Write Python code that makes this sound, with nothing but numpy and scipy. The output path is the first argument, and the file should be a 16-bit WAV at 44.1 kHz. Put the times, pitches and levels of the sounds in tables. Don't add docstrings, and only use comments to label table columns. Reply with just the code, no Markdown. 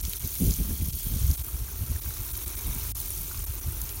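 import sys
import numpy as np
from scipy import signal
from scipy.fft import rfft, irfft
from scipy.io import wavfile
from scipy.ndimage import uniform_filter1d

SR = 44100
rng = np.random.default_rng(int(sys.argv[2]) if len(sys.argv) > 2 else 0)


def wav_record(signal):
    frames = np.transpose(np.atleast_2d(signal))
    bounded = np.clip(frames, -1, 1)
    quanta = np.round(bounded * 32767).astype(np.int16)
    wavfile.write(sys.argv[1], SR, quanta)


N = 176400


def shower():
    # (time [s], level [dB])
    sweep = [(0, -36), (.17, -37.5), (.48, -33), (.62, -35), (.85, -38), (1.05, -34.5), (1.37, -36.5),
             (1.63, -40), (2.05, -38.5), (2.3, -36.3), (2.55, -37.5), (2.9, -35), (3.12, -35.5),
             (3.55, -39), (3.83, -37), (4, -40)]
    # (frequency [Hz], relative gain [dB])
    colour = [(3000, -37.5), (6500, -16.5), (7900, -9.5), (8900, -4), (9800, -2), (10400, -7.5),
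              (10900, -2), (13000, -1), (14300, 0.5), (16000, 0)]
    fine = scatter(impacts(per_s=6100, spread_db=4.5), 5400, 17200, width_hz=2200)
    splats = scatter(impacts(per_s=760, spread_db=3.5), 5150, 16200, width_hz=2800, splash_s=0.0013)
    snaps = scatter(impacts(per_s=130, spread_db=3), 7500, 15900, width_hz=3000)
    fizz = scatter(impacts(per_s=1400, spread_db=1), 6000, 16360, width_hz=75, count=60)
    drops = fine + from_db(-1) * splats + snaps + from_db(2.5) * fizz
    return level(sweep) * coloured(drops, colour)


def patter():
    # (time [s], level [dB])
    strength = [(0, -45.5), (.2, -44), (.4, -44), (.52, -40.5), (.62, -46.5), (1.0, -45.5), (1.32, -44.5),
                (1.5, -51), (1.75, -49), (2.2, -46.5), (2.55, -46), (2.9, -44.5), (3.2, -45.5),
                (3.5, -48.5), (4, -48.5)]
    # (frequency [Hz], relative gain [dB])
    colour = [(1200, -12), (1850, -11.5), (2250, -5), (2750, -9), (3250, -4.5), (4400, -4), (4950, -6),
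              (5500, -0.5), (6000, 1.5), (7000, -1), (8000, -9.5), (12000, -27)]
    ticks = rms_one(impacts(per_s=5500, spread_db=7.5))
    chips = scatter(impacts(per_s=2000, spread_db=3), 2060, 7900, width_hz=790)
    bubbles = scatter(impacts(per_s=550, spread_db=2.5), 1918, 7390, width_hz=75, count=48)
    return level(strength) * coloured(ticks + chips + from_db(-3) * bubbles, colour)


def loud_drops():
    # (time [s], relative peak [dB], ring [Hz], splash decay [s])
    smacks = [(.051, -22, 3900, 0.001), (.052, -23, 6940, 0.0006), (.133, -18, 13000, 0.0015),
              (.134, -22.5, 3280, 0.0014), (.168, -16, 12000, .0009), (.275, -13, 14000, .002),
              (.422, -24, 8500, 0.0019), (.508, -17.5, 5550, .001), (.539, -17.5, 6000, 0.00053),
              (.565, -20, 11500, 0.0026), (.934, -23, 5400, 0.0005), (.993, -23, 13600, .0004),
              (1.303, -22, 9000, .0015), (1.313, -17, 6000, 0.00019), (1.341, -23, 5750, 0.00038),
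              (1.394, -29, 3440, 0.00092), (2.06, -36, 1460, 0.0022), (2.106, -35.5, 1370, 0.0032),
              (2.139, -27, 7600, 0.0013), (2.169, -34, 1460, 0.0014), (2.170, -32, 5040, .0006),
              (2.29, -28, 4270, 0.00086), (2.353, -31, 3960, 0.00092), (2.375, -16, 13500, 0.0013),
              (2.479, -20.5, 9500, 0.0026), (2.494, -22, 7940, .0005), (3.002, -10, 14100, 0.00059),
              (3.105, -16, 13500, 0.0018), (3.345, -35.5, 2600, 0.0035), (3.375, -23.5, 5640, 0.0012),
              (3.816, -14, 13000, 0.00077), (3.817, -23, 6000, 0.0009), (3.892, -21, 6850, 0.00063),
              (3.894, -33, 3040, 0.0018)]
    # (time [s], relative peak [dB], pitch [Hz], decay [s])
    plops = [(.707, -42, 1610, 0.0046), (1.482, -35.5, 1220, 0.0073), (1.679, -35.5, 1430, 0.012),
             (1.96, -34, 1820, 0.0034), (3.311, -32.5, 1280, 0.0079), (3.344, -33, 1290, .003)]
    return from_db(-2.5) * single_drops(smacks, q=1.7) + from_db(-5) * single_drops(plops, q=2.6)


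def wet_ground():
    # (time [s], relative level [dB])
    soak = [(0, -56.5), (.25, -57.5), (.5, -58.5), (.7, -54.5), (.95, -63.5), (1.1, -55), (1.6, -55.5),
            (2.2, -54), (2.85, -52), (3.05, -55.5), (4, -53.5)]
    # (frequency [Hz], relative gain [dB])
    colour = [(100, -17.5), (200, 3.5), (280, 9), (370, 8.5), (520, -2), (700, -2), (1000, 0), (1300, 0),
              (1800, -5), (2250, -6), (2600, -5), (4000, -9.5)]
    thuds = rms_one(impacts(per_s=2500, spread_db=2.5))
    bubbles = scatter(impacts(per_s=600, spread_db=1.5), 376, 2873, width_hz=120)
    return from_db(5) * level(soak) * coloured(thuds + from_db(-10) * bubbles, colour)


def ringing_patches():
    # (time [s], half length [s], ring [Hz], level [dB])
    patches = [(0.99, 0.55, 3240, -56.5), (0.85, 0.94, 4470, -61), (2.67, 0.27, 2280, -58),
               (2.59, 0.4, 3750, -57), (2.74, 0.35, 944, -61.5)]
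    out = 0
    for s, half_s, hz, db in patches:
        knocks = impacts(per_s=900, spread_db=2.5)
        out += from_db(db) * bump(s, half_s) * rms_one(ring(knocks, hz, q=7.6))
    return out


def squeak(start_s=3.624, length_s=0.025):
    progress = np.clip((np.arange(N) / SR - start_s) / length_s, 0, 1)
    hz = np.interp(progress, [0, 1], [6450, 5300])
    return from_db(-41) * np.sin(np.pi * progress) * np.sin(2 * np.pi * np.cumsum(hz) / SR)


def dropouts():
    # (time [s], half length [s], depth [dB])
    gaps = [(.022, .007, 14), (.192, .007, 13), (.918, .007, 14), (1.367, .007, 14), (1.431, .0065, 14),
            (2.006, .006, 13), (2.327, .006, 13), (2.455, .006, 12), (2.561, .005, 12), (2.936, .0125, 52),
            (3.457, .006, 14), (3.606, .006, 12)]
    t = np.arange(N) / SR
    return -sum(depth * np.exp(-((t - s) / half_s) ** 4) for s, half_s, depth in gaps)


def wind(breeze_db=-39, low_cut_hz=33.3):
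    # (time [s], half length [s], relative rumble [dB], relative rasp [dB])
    gusts = [(0.044, 0.029, -28.5, -50.5), (0.088, 0.0093, -32, -36.5), (0.251, 0.016, -28.5, -36),
             (0.427, 0.022, -39, -23.5), (0.481, 0.047, -20.5, -29.5), (0.609, 0.022, -22.5, -31.5),
             (0.654, 0.0094, -27, -41), (0.711, 0.038, -26, -35), (0.823, 0.027, -25.5, -34.5),
             (0.881, 0.016, -28.5, -35), (0.948, 0.028, -31.5, -43.5), (1.067, 0.012, -21.5, -44.5),
             (1.145, 0.045, -25.5, -36), (1.246, 0.034, -20.5, -54), (1.304, 0.021, -18, -40),
             (1.406, 0.014, -26.5, -60), (1.548, 0.011, -26, -40), (1.618, 0.026, -27.5, -67),
             (1.753, 0.03, -35.5, -64), (1.822, 0.022, -26, -42.5), (1.912, 0.02, -24.5, -42),
             (1.958, 0.011, -26.5, -64), (2.079, 0.027, -29.5, -64), (2.211, 0.013, -27.5, -57),
             (2.339, 0.0094, -29, -63), (2.475, 0.0072, -29, -38), (2.569, 0.016, -34.5, -53),
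             (2.684, 0.032, -26.5, -41), (2.762, 0.01, -28, -57), (2.85, 0.13, -35, -66),
             (3.065, 0.049, -40, -58), (3.204, 0.059, -35, -65), (3.406, 0.04, -31, -74),
             (3.503, 0.014, -24.5, -54), (3.575, 0.029, -34, -70), (3.675, 0.024, -27, -67),
             (3.777, 0.083, -35, -60), (3.84, 0.011, -29.5, -50.5), (3.978, 0.034, -37, -71)]
    # (frequency [Hz], relative gain [dB])
    rumble_colour = [(15, -45.5), (25, 4), (33, -0.5), (44, 7.5), (70, 2.5), (110, -6.5), (160, -19),
                     (300, -37), (700, -57.5)]
    # (frequency [Hz], relative gain [dB])
    rasp_colour = [(50, -8), (120, 4), (190, 5), (280, -3.5), (480, -16), (700, -27), (1500, -54)]
    puffs = from_db(1) * sum(from_db(db) * bump(s, half_s) for s, half_s, db, _ in gusts)
    sharp_puffs = sum(from_db(db) * bump(s, half_s) for s, half_s, _, db in gusts)
    rumble = np.hypot(from_db(breeze_db), puffs) * eddies(rumble_colour, even_s=0.0254)
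    rasp = sharp_puffs * eddies(rasp_colour, even_s=0.039)
    low_cut = signal.butter(3, low_cut_hz, "high", fs=SR, output="sos")
    return signal.sosfiltfilt(low_cut, rumble + rasp)


def eddies(colour, even_s):
    noise = coloured(rng.standard_normal(N), colour)
    power = uniform_filter1d(noise ** 2, int(even_s * SR))
    return noise / np.sqrt(power + .05)


def impacts(per_s, spread_db):
    sizes = from_db(spread_db * np.minimum(rng.exponential(1, N), 4.7))
    return (rng.random(N) < per_s / SR) * sizes * rng.choice([-1, 1], N)


def scatter(clicks, low_hz, high_hz, width_hz, splash_s=0, count=24):
    target = rng.integers(0, count, N)
    noise = rng.standard_normal(N)
    pitches = low_hz + (high_hz - low_hz) * (np.arange(count) + rng.random(count)) / count
    out = 0
    for k, hz in enumerate(pitches):
        hits = clicks * (target == k)
        if splash_s:
            decay = np.exp(-1 / (splash_s * SR))
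            hits = noise * signal.lfilter([1], [1, -decay], np.abs(hits) + 1e-18)
        out += resonate(hits, hz, width_hz)
    return rms_one(out)


def single_drops(rows, q):
    out, t = np.zeros(N + SR), np.arange(SR // 20) / SR
    for s, db, hz, decay_s in rows:
        splash = rng.standard_normal(len(t)) * np.exp(-t / decay_s)
        drop = ring(splash, hz, q)
        start = int(s * SR)
        out[start:start + len(t)] += from_db(db) * drop / np.abs(drop).max()
    return out[:N]


def ring(x, hz, q):
    return resonate(resonate(x, hz, hz / q), hz, hz / q)


def resonate(x, hz, width_hz):
    r = np.exp(-np.pi * width_hz / SR)
    feedback = [1, -2 * r * np.cos(2 * np.pi * hz / SR), r * r]
    return signal.lfilter(np.array([1, 0, -1]) * (1 - r * r) / 2, feedback, x + 1e-18)


def coloured(x, colour):
    hz, db = np.transpose(colour)
    bin_hz = np.maximum(np.arange(N // 2 + 1) * SR / N, 1)
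    gain = from_db(np.interp(np.log(bin_hz), np.log(hz), db))
    cepstrum = irfft(np.log(gain), N)
    minimum_phase = np.exp(rfft(2 * cepstrum[:N // 2], N) - cepstrum[0])
    return rms_one(irfft(rfft(x) * minimum_phase, N))


def level(rows):
    return from_db(np.interp(np.arange(N) / SR, *np.transpose(rows)))


def bump(s, half_s):
    return np.exp(-((np.arange(N) / SR - s) / half_s) ** 2)


def from_db(db):
    return 10 ** (np.asarray(db) / 20)


def rms_one(x):
    return x / np.sqrt(np.mean(x ** 2) + 1e-20)


def scene():
    dropout_db = dropouts()
    ground = patter() + ringing_patches() + wet_ground() + loud_drops() + squeak()
    spray = shower() * from_db(np.minimum(dropout_db + 8, 0))
    return (spray + ground * from_db(dropout_db) + wind())[None]


def record(dry):
    return signal.sosfilt(signal.ellip(12, .1, 80, 15850, fs=SR, output="sos"), dry)


dry = scene()
out = record(dry)
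wav_record(out)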